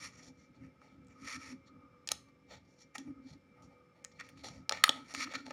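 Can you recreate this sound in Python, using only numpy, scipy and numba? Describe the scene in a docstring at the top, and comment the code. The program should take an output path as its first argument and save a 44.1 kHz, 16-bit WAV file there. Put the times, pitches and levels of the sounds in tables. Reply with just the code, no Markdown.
"""A quiet room, a table, a phone's microphone close by: fingers pick at the foil seal of a hollow plastic shell.
Skin rubs the foil in dense tiny slips: uneven noise through the modes of foil, shell wall and hollow.
The tab snaps in noise bursts of a few ms; the air in the shell hums as noise in a narrow gliding band.
The table thrums under the wrists as one noise-driven mode over a rumble. A short diffuse tail follows the
hands; smooth hiss and faint steady tones lie beneath."""
import sys
import numpy as np
from scipy import signal
from scipy.fft import rfft, irfft, next_fast_len
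from scipy.io import wavfile
from scipy.ndimage import uniform_filter1d
from numba import njit

SR = 44100
rng = np.random.default_rng(int(sys.argv[2]) if len(sys.argv) > 2 else 0)


def to_wav(s):
    """Save 16-bit WAV."""
    ch = np.atleast_2d(s).T  # columns
    pcm = np.round(np.clip(ch, -1, 1) * 32767)  # PCM
    wavfile.write(sys.argv[1], SR, pcm.astype(np.int16))


N = 243608

# room hiss, spectrum shape: (frequency [Hz], relative density [dB])
HISS_SPECTRUM = [(30, -25.5), (55, -24.5), (90, -2), (270, 1.5), (400, -1), (520, -16), (700, -21.5),
                 (1700, -13.5), (2050, -17.5), (2420, -27), (2600, -20), (5500, -27.5), (7600, -32.5),
                 (8200, -39.5), (13000, -42.5), (15500, -48)]
HISS_DB = -71.5
# faint steady tones in the room: (frequency [Hz], width [Hz], rms level [dB])
ROOM_TONES = [(495, 3.5, -75), (543, 2, -80), (2130, 11, -81), (2327, 4.6, -78.5), (5250, 60, -92)]

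# strokes of the fingers: (time at full level [s], rise [s], hold [s], fall [s], foil's low modes [dB],
# foil's high modes [dB], sheen [dB], dull scuff [dB], pitch of the bent patch [Hz])
FINGER_STROKES = [ (0.042, 0.092, 0.022, 0.05, -48.5, -49.5, -63, -66, 5300),
                  (0.142, 0.096, 0.063, .05, -65, -66, -85, -75.5, 5800),
                  (0.235, 0.031, 0.045, 0.044, -67.5, -61, -78.5, -70, 5440),
                  (0.389, 0.065, .06, .04, -79.5, -75, -95, -84, 5500),
                  (0.553, 0.053, .02, 0.044, -82, -79, -102, -75, 3950),
                  (0.635, 0.056, 0.02, .07, -69, -82, -96, -77, 5400),
                  (0.819, 0.03, 0.046, 0.088, -71.5, -77.5, -96, -70.5, 5000),
                  (0.886, 0.018, .06, .03, -85, -79.5, -100, -79, 3200),
                  (1.101, .03, 0.024, 0.069, -72.5, -78.5, -102, -78, 7000),
                  (1.281, 0.095, 0.081, 0.025, -47.5, -51, -64.5, -64.5, 5250),
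                  (1.42, 0.14, .10, 0.044, -56, -60, -74, -69.5, 5300),
                  (1.674, .03, 0.01, 0.027, -73, -66.5, -93, -78, 4130),
                  (2.114, 0.019, 0.0027, 0.011, -45, -45, -62, -48, 4900),
                  (2.12, .005, 0.013, 0.09, -63, -62.5, -69.5, -70, 3700),
                  (2.287, .03, 0.008, 0.022, -74, -79, -94, -71, 4600),
                  (2.514, 0.039, 0.025, 0.073, -58.5, -58, -88, -57, 3800),
                  (2.654, .02, .005, 0.016, -78, -78, -97, -74, 4860),
                  (2.687, .04, 0.054, 0.056, -103, -80, -97, -88, 5500),
                  (2.809, 0.063, .02, 0.034, -75.5, -66, -85, -88, 5450),
                  (2.953, .01, 0.0068, 0.02, -47.5, -53, -65, -54, 6000),
                  (2.987, .005, .005, .07, -59, -60, -78, -65, 5900),
                  (3.06, 0.043, .04, .05, -74.5, -83.5, -92, -70.5, 5250),
                  (3.285, 0.064, 0.053, .03, -71.5, -65.5, -86, -68.5, 4500),
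                  (3.57, 0.027, 0.043, .08, -78, -99, -105, -70, 5800),
                  (3.623, 0.0058, 0.015, 0.075, -82.5, -71, -87, -70, 5900),
                  (3.709, .04, 0.03, .06, -81, -86, -103, -73, 4000),
                  (3.96, 0.041, .07, 0.0083, -79.5, -84, -105, -75, 3760),
                  (4.053, 0.004, .005, 0.047, -64.5, -80, -89, -69, 4400),
                  (4.119, 0.0092, 0.0042, .02, -80, -68, -94, -82, 4960),
                  (4.162, 0.046, 0.018, .01, -81, -74.5, -96, -83, 4400),
                  (4.197, 0.012, 0.016, 0.022, -45, -58.5, -90, -80, 4400),
                  (4.237, 0.0093, 0.063, 0.066, -64.5, -69, -89, -75, 5000),
                  (4.377, 0.03, 0.042, .02, -67, -65.5, -85, -79, 4100),
                  (4.438, 0.007, 0.046, .03, -59, -51.5, -70, -54.5, 4400),
                  (4.5, .01, 0.067, 0.083, -65, -65, -83, -63.5, 5200),
                  (4.728, .005, 0.0078, .14, -45.5, -50.5, -73, -52.5, 4000),
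                  (4.857, .008, 0.012, .02, -44, -49, -48, -56, 4350),
                  (4.903, .005, 0.072, 0.12, -59, -60.5, -76, -58, 4000),
                  (5.121, 0.086, 0.0057, .02, -53, -55, -68.5, -62, 5100),
                  (5.147, 0.017, 0.064, .03, -50.5, -48.5, -64, -62, 4800),
                  (5.224, 0.083, 0.021, 0.0083, -38.5, -41.5, -59, -64, 4620),
                  (5.254, .01, 0.022, .04, -52.5, -61.5, -84, -63, 4200),
                  (5.316, 0.037, 0.01, .03, -49.5, -54, -79, -58, 3830),
                  (5.344, .008, 0.014, 0.019, -41, -44.5, -72, -55, 4030),
                  (5.373, .005, 0.016, 0.078, -58, -58.5, -82, -62.5, 4270),
                  (5.463, 0.023, 0.016, 0.086, -63, -61.5, -81.5, -60, 4400),
                  (5.509, 0.021, 0.0029, 0.016, -48, -58, -92, -64, 4340)]
STROKE_EDGE_DB = 25  # climb over one rise time, drop over one fall time
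GRIP_DB = [-97.5, -104.5, -106, -80.5]  # resting fingers: low modes, high modes, sheen, scuff
GRIP_SWAY_DB, GRIP_PATCH_HZ = 4.5, 4780
# lower modes of the foil: (frequency [Hz], width [Hz], relative level [dB])
FOIL_LOW_MODES = [(1825, 130, -1.5), (2293, 154, 1.5), (2524, 760, -12.5)]
# upper modes of the foil: (frequency [Hz], width [Hz], relative level [dB])
FOIL_HIGH_MODES = [(3400, 260, -2), (3750, 200, -3), (4250, 280, 0), (4850, 200, -5), (5450, 280, -1),
                   (5900, 280, 0), (6600, 300, -2), (7300, 350, -4)]
# glassy top of the foil: (frequency [Hz], width [Hz], relative level [dB])
SHEEN_MODES = [(8880, 430, 5.5), (11100, 710, -0.5), (11700, 770, -9.5)]
# dull shell wall: (frequency [Hz], width [Hz], relative level [dB])
WALL_MODES = [(559, 120, 11), (870, 58, 12.5), (1032, 270, -6.5)]
HOLLOW_HZ, HOLLOW_WIDTH_HZ = 1275, 85

# hum of the air in the shell: (time [s], level [dB], pitch [Hz])
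HOLLOW_HUM = [(0.0, -64, 1242), (0.25, -79, 1259), (1.1, -74.5, 1290), (1.22, -63, 1240),
              (1.38, -60.5, 1316), (1.55, -75, 1223), (1.75, -66, 1250), (2.27, -74, 1190),
              (2.5, -81, 1193), (2.84, -79.5, 1232), (3.15, -71.5, 1257), (3.4, -82, 1270),
              (3.55, -70, 1262), (4.03, -77, 1210), (4.73, -71, 1302), (4.87, -47, 1270),
              (5.0, -58.5, 1271), (5.26, -94.5, 1316), (5.37, -50.5, 1390), (5.52, -84, 1326)]

# wrists pressing on the table: (time of the peak [s], length [s], table mode [dB], rumble [dB])
WRIST_LEANS = [(0.042, 0.15, -64, -62), (0.206, 0.084, -61, -67), (0.297, 0.081, -56, -64),
               (0.423, 0.089, -67, -73), (0.508, 0.039, -60, -63), (0.637, 0.13, -53.5, -56.5),
               (0.985, 0.14, -58.5, -63.5), (1.102, 0.18, -62.5, -64.5), (1.241, .09, -50.5, -64),
               (1.374, 0.073, -50, -60), (1.512, 0.19, -56, -65), (1.538, 0.062, -47, -60),
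               (1.753, 0.11, -57, -63.5), (1.848, 0.05, -58.5, -72), (2.14, 0.18, -65.5, -64.5),
               (2.543, 0.096, -74, -61), (2.857, .07, -69, -71), (3.008, 0.084, -48.5, -67.5),
               (3.094, 0.086, -43.5, -59), (3.196, 0.089, -54.5, -66.5), (3.264, 0.046, -51.5, -67.5),
               (3.326, 0.056, -66.5, -54), (3.362, 0.04, -57.5, -65), (3.66, 0.16, -65, -64.5),
               (4.24, 0.091, -65, -70), (4.384, 0.16, -58, -61.5), (4.468, 0.086, -55.5, -70),
               (4.513, 0.08, -72, -55.5), (4.598, 0.1, -57, -53.5), (4.78, 0.22, -65, -60),
               (4.897, 0.022, -43, -55), (4.984, 0.17, -54, -62.5), (5.186, .11, -49, -63),
               (5.276, 0.055, -45.5, -63), (5.377, 0.096, -51, -61), (5.486, 0.15, -50.5, -68)]
REST_DB, REST_SWAY_DB = [-76, -70.5], 3.0  # table mode and rumble between presses
TABLE_HZ, TABLE_WIDTH_HZ = 266, 27

# snaps of the tab: (time [s], peak level [dB], centre [Hz], hollow [dB], thud [dB], sheen [dB],
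# rise [ms], fade [ms])
TAB_SNAPS = [(0.8162, -70, 2230, -51, -63, -85, 0.9, 1.6), (1.047, -66, 6800, -80, -78, -82, .6, 1),
             (1.069, -60, 7100, -87, -85, -90, .6, 2.4), (1.083, -60, 7100, -85, -85, -90, 0.54, 1.5),
             (2.0735, -31.5, 6100, -60, -55, -56.5, 0.66, 2.8),
             (2.0887, -20, 4330, -53, -49, -41.5, 0.58, 1.1),
             (2.117, -16, 6510, -34, -35.5, -28, 0.3, 1.77), (2.9538, -38, 2016, -44, -44, -51, 1, 3.1),
             (2.981, -33.5, 5700, -70, -51, -53, 1, 2.3),
             (3.623, -56.5, 6000, -64.5, -74, -71.5, 0.96, 0.94),
             (4.0428, -42.5, 5850, -71, -68, -58, 0.52, 0.48),
             (4.0471, -29.5, 5600, -56.5, -61, -56.5, 0.92, 0.72),
             (4.1157, -60, 2180, -77, -73, -85, 0.71, 1.1), (4.1986, -39, 1890, -65, -60, -79, 0.78, 1.8),
             (4.208, -39, 1760, -53, -54, -76, 0.93, 0.74),
             (4.2884, -50.5, 2420, -69, -62, -56.5, 0.53, 6.2),
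             (4.3737, -52, 2290, -58, -70, -84, 0.8, 0.87), (4.443, -41, 1970, -49, -65, -68, 0.62, 0.28),
             (4.4844, -38.5, 4220, -47, -61, -70, 0.88, 3.6),
             (4.6933, -14, 4620, -40, -35, -36.5, 0.97, 1.35),
             (4.7113, -38, 2420, -32, -34.5, -52, 0.41, 1), (4.7221, -20.5, 1920, -31, -30.5, -55, 0.45, 2),
             (4.838, -7.5, 1930, -23, -39, -17.5, 0.69, 2.2), (4.8397, -6, 3500, -15, -47, -19, 0.64, 0.42),
             (4.879, -47, 1740, -24.5, -57, -38, 0.97, 3.8), (4.892, -9.5, 3580, -30, -27, -36, 0.9, 1.33),
             (5.1389, -35, 5700, -64, -44, -50, 0.56, 1.1),
             (5.148, -25.5, 2500, -35, -48.5, -52, 0.92, 0.44),
             (5.2724, -56, 1990, -39.5, -65, -74, 0.25, 0.9),
             (5.3368, -32.5, 1750, -42, -42.5, -69.5, 0.8, 2), (5.4652, -38, 1850, -70, -49, -63, 0.27, 1),
             (5.4806, -50, 1830, -53, -46, -77, 0.75, 1.8), (5.5068, -39, 2340, -42, -37.5, -81, 0.63, 2)]

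ROOM_T60_S, ROOM_DB, ROOM_TOP_HZ = 0.27, -20.5, 6950
TREBLE_HZ, TREBLE_WIDTH_HZ, TREBLE_DB = 14800, 890, -1
TOP_HZ = 16300


def undb(db):
    """Gain of a level in dB."""
    return 10 ** (np.asarray(db) / 20)


def unit(x):
    """Scaled to rms 1."""
    return x / np.sqrt(np.mean(x ** 2))


def curves(table):
    """Columns of a timed table, drawn as straight lines over the whole length."""
    s, *columns = np.transpose(table)
    return [np.interp(np.arange(N) / SR, s, c) for c in columns]


def ring(x, hz, width_hz):
    """One resonance, gain 1 at its centre."""
    return signal.lfilter(*signal.iirpeak(hz, hz / width_hz, fs=SR), x)


def body(x, modes):
    """Sum of resonances, neighbours in opposite sign."""
    return sum((-1) ** k * undb(db) * ring(x, hz, width) for k, (hz, width, db) in enumerate(modes))


def band(x, lo_hz, hi_hz):
    """Steep band-pass."""
    return signal.sosfilt(signal.butter(4, [lo_hz, hi_hz], "bandpass", fs=SR, output="sos"), x)


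def walk(rate):
    """Random levels held 1 / rate s and smoothed twice."""
    k = int(SR / rate)
    steps = np.repeat(rng.standard_normal(N // k + 1), k)
    return uniform_filter1d(uniform_filter1d(steps, k), k)[:N]


@njit
def glide(x, hz, width):
    """State-variable band-pass with a moving centre; width as a share of it."""
    y, b, l = np.empty(len(x)), 0., 0.
    for i in range(len(x)):
        g = np.tan(np.pi * hz[i] / SR)
        v = (b + g * (x[i] - l)) / (1 + g * (g + width))
        b, l, y[i] = 2 * v - b, l + 2 * g * v, width * v
    return y


def quiet():
    """Room with nobody moving: smooth shaped hiss and a few narrow, breathy bands of noise."""
    hz, db = np.transpose(HISS_SPECTRUM)
    size = next_fast_len(N)
    log_f = np.log(np.fft.rfftfreq(size, 1 / SR) + 1)
    shape = undb(np.interp(log_f, np.log(hz), db, left=-30, right=-120))
    hiss = irfft(rfft(rng.standard_normal(size)) * shape, size)[:N]
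    air = rng.standard_normal(N)
    tones = sum(undb(d) * unit(ring(air, tone_hz, width_hz)) for tone_hz, width_hz, d in ROOM_TONES)
    return undb(HISS_DB + 1.2 * walk(4.9)) * unit(hiss) + tones


def strokes():
    """Gains of the four rubbed layers and pitch of the bent patch; stroke powers add to the resting grip."""
    t = np.arange(N) / SR
    s, rise, hold, fall, *layers_db, hz = np.transpose(FINGER_STROKES)
    sway = GRIP_SWAY_DB * np.array([walk(8) for _ in GRIP_DB])
    power = undb(np.array(GRIP_DB)[:, None] + sway) ** 2
    weight = power[1].copy()
    bend = GRIP_PATCH_HZ * weight
    for k in range(len(FINGER_STROKES)):
        start = max(int((s[k] - 2 * rise[k]) * SR), 0)
        i = slice(start, int((s[k] + hold[k] + 2 * fall[k]) * SR))
        before = (s[k] - t[i]) / rise[k]
        after = (t[i] - s[k] - hold[k]) / fall[k]
        away = np.maximum(np.maximum(before, after), 0)
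        stroke = undb(np.array(layers_db)[:, k, None] - STROKE_EDGE_DB * away) ** 2
        power[:, i] += stroke
        bend[i] += hz[k] * stroke[1]
        weight[i] += stroke[1]
    gains = uniform_filter1d(np.sqrt(power), size=200, axis=1)
    return gains, bend / weight  # strokes strong in the high modes weigh most in the bend


def fingers():
    """Dense slips of uneven size excite the foil, the shell wall and its hollow."""
    gains, patch_hz = strokes()
    slip_db = 2.2 * rng.exponential(size=N) + 2 * walk(250) + walk(60)
    slips = rng.standard_normal(N) * undb(slip_db)
    # the bent patch favours the foil modes near its pitch
    high = body(slips + 2.5 * glide(slips, patch_hz, .3), FOIL_HIGH_MODES)
    low = unit(band(body(slips, FOIL_LOW_MODES), 1300, 3200))
    low = low + .5 * unit(ring(slips, HOLLOW_HZ, HOLLOW_WIDTH_HZ))
    sheen = band(body(slips, SHEEN_MODES), 8500, 12500)
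    scuff = body(slips, WALL_MODES)
    layers = low, band(high, 2700, 8500), sheen, scuff
    return sum(g * unit(x) for g, x in zip(gains, layers))


def hollow():
    """Air in the shell: uneven noise through a wide, then a narrow resonance that glide in pitch."""
    hum_db, hum_hz = curves(HOLLOW_HUM)
    air = rng.standard_normal(N) * undb(2 * walk(40))
    hum = glide(glide(air, hum_hz, 0.45), hum_hz, 0.032)
    return undb(hum_db) * unit(hum)


def table():
    """Shifting wrists shake the table: one strong mode over a loose rumble; each press swells and ebbs."""
    t = np.arange(N) / SR
    sway = REST_SWAY_DB * np.array([walk(9.5) for _ in REST_DB])
    power = undb(np.array(REST_DB)[:, None] + sway) ** 2
    for s, length, *db in WRIST_LEANS:
        power = power + undb(db)[:, None] ** 2 * np.exp(-(3.5 * (t - s) / length) ** 2)
    mode, rumble = np.sqrt(power)
    push = rng.standard_normal((2, N))
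    thrum = ring(ring(push[0], TABLE_HZ, 2 * TABLE_WIDTH_HZ), TABLE_HZ, TABLE_WIDTH_HZ)
    # the mode is driven steadily: half of its chance swings in dB are evened out
    thrum = thrum / uniform_filter1d(thrum ** 2, size=1500) ** .25
    return mode * unit(thrum) + rumble * unit(band(push[1], 65, 210))


def tab():
    """Each snap is a burst of a few ms, coloured by the bent foil; it knocks hollow and wall."""
    s, db, hz, hollow_db, thud_db, sheen_db, rise_ms, fade_ms = np.transpose(TAB_SNAPS)[:, :, None]
    ms = np.arange(SR // 20) / SR * 1000
    noise = rng.standard_normal((len(TAB_SNAPS), len(ms)))
    spiky = noise * undb(2.4 * np.abs(noise))
    swell = np.minimum(ms / np.maximum(rise_ms, .1), 1) ** 2
    fade = np.exp(-np.maximum(ms - rise_ms, 0) / np.maximum(fade_ms, .2))
    # one sharp crack where the glue lets go
    knock = np.exp(-((ms - rise_ms) / 0.033) ** 2)
    burst = spiky * swell * fade - 3.65 * knock
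    patch = np.array([ring(b, f[0], .35 * f[0]) for b, f in zip(burst, hz)])
    foil = patch + .5 * body(burst, FOIL_LOW_MODES) + .5 * body(burst, FOIL_HIGH_MODES) + .15 * burst
    parts = [(db, band(foil, 1450, 8730)),
             (hollow_db, ring(knock, HOLLOW_HZ, HOLLOW_WIDTH_HZ)),
             (thud_db, body(burst, WALL_MODES)),
             (sheen_db, band(0.3 * burst + body(burst, SHEEN_MODES), 9400, 20000))]
    # each part is set to its own peak level
    snaps = sum(undb(d) * x / np.abs(x).max(axis=1, keepdims=True) for d, x in parts)
    out = np.zeros(N + SR)
    for at, snap in zip(s[:, 0], snaps):
        start = int(at * SR)
        out[start:start + len(ms)] += snap
    return out[:N]


def room(x):
    """Walls return a diffuse tail: softly swelling, exponentially fading noise with its treble rolled off."""
    t = np.arange(SR // 2) / SR
    fade = np.exp(-np.log(1000) * t / ROOM_T60_S) * np.minimum(t / 0.011, 1) ** 2
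    tail = signal.lfilter(*signal.butter(1, ROOM_TOP_HZ, fs=SR), rng.standard_normal(len(t)) * fade)
    return undb(ROOM_DB) * signal.fftconvolve(x, tail / np.sqrt(np.sum(tail ** 2)))[:N]


def scene():
    """Hands and shell close by with their room tail; table and quiet beneath, without it."""
    hands = fingers() + hollow() + tab()
    return (hands + room(hands) + table() + quiet())[None]


def record(dry):
    """A resonance lifts the treble near 14.8 kHz; a steep low-pass closes the sound above 16.3 kHz."""
    lifted = dry + undb(TREBLE_DB) * ring(dry, TREBLE_HZ, TREBLE_WIDTH_HZ)
    return signal.sosfilt(signal.ellip(8, .2, 70, TOP_HZ, fs=SR, output="sos"), lifted)


dry = scene()
out = record(dry)
to_wav(out)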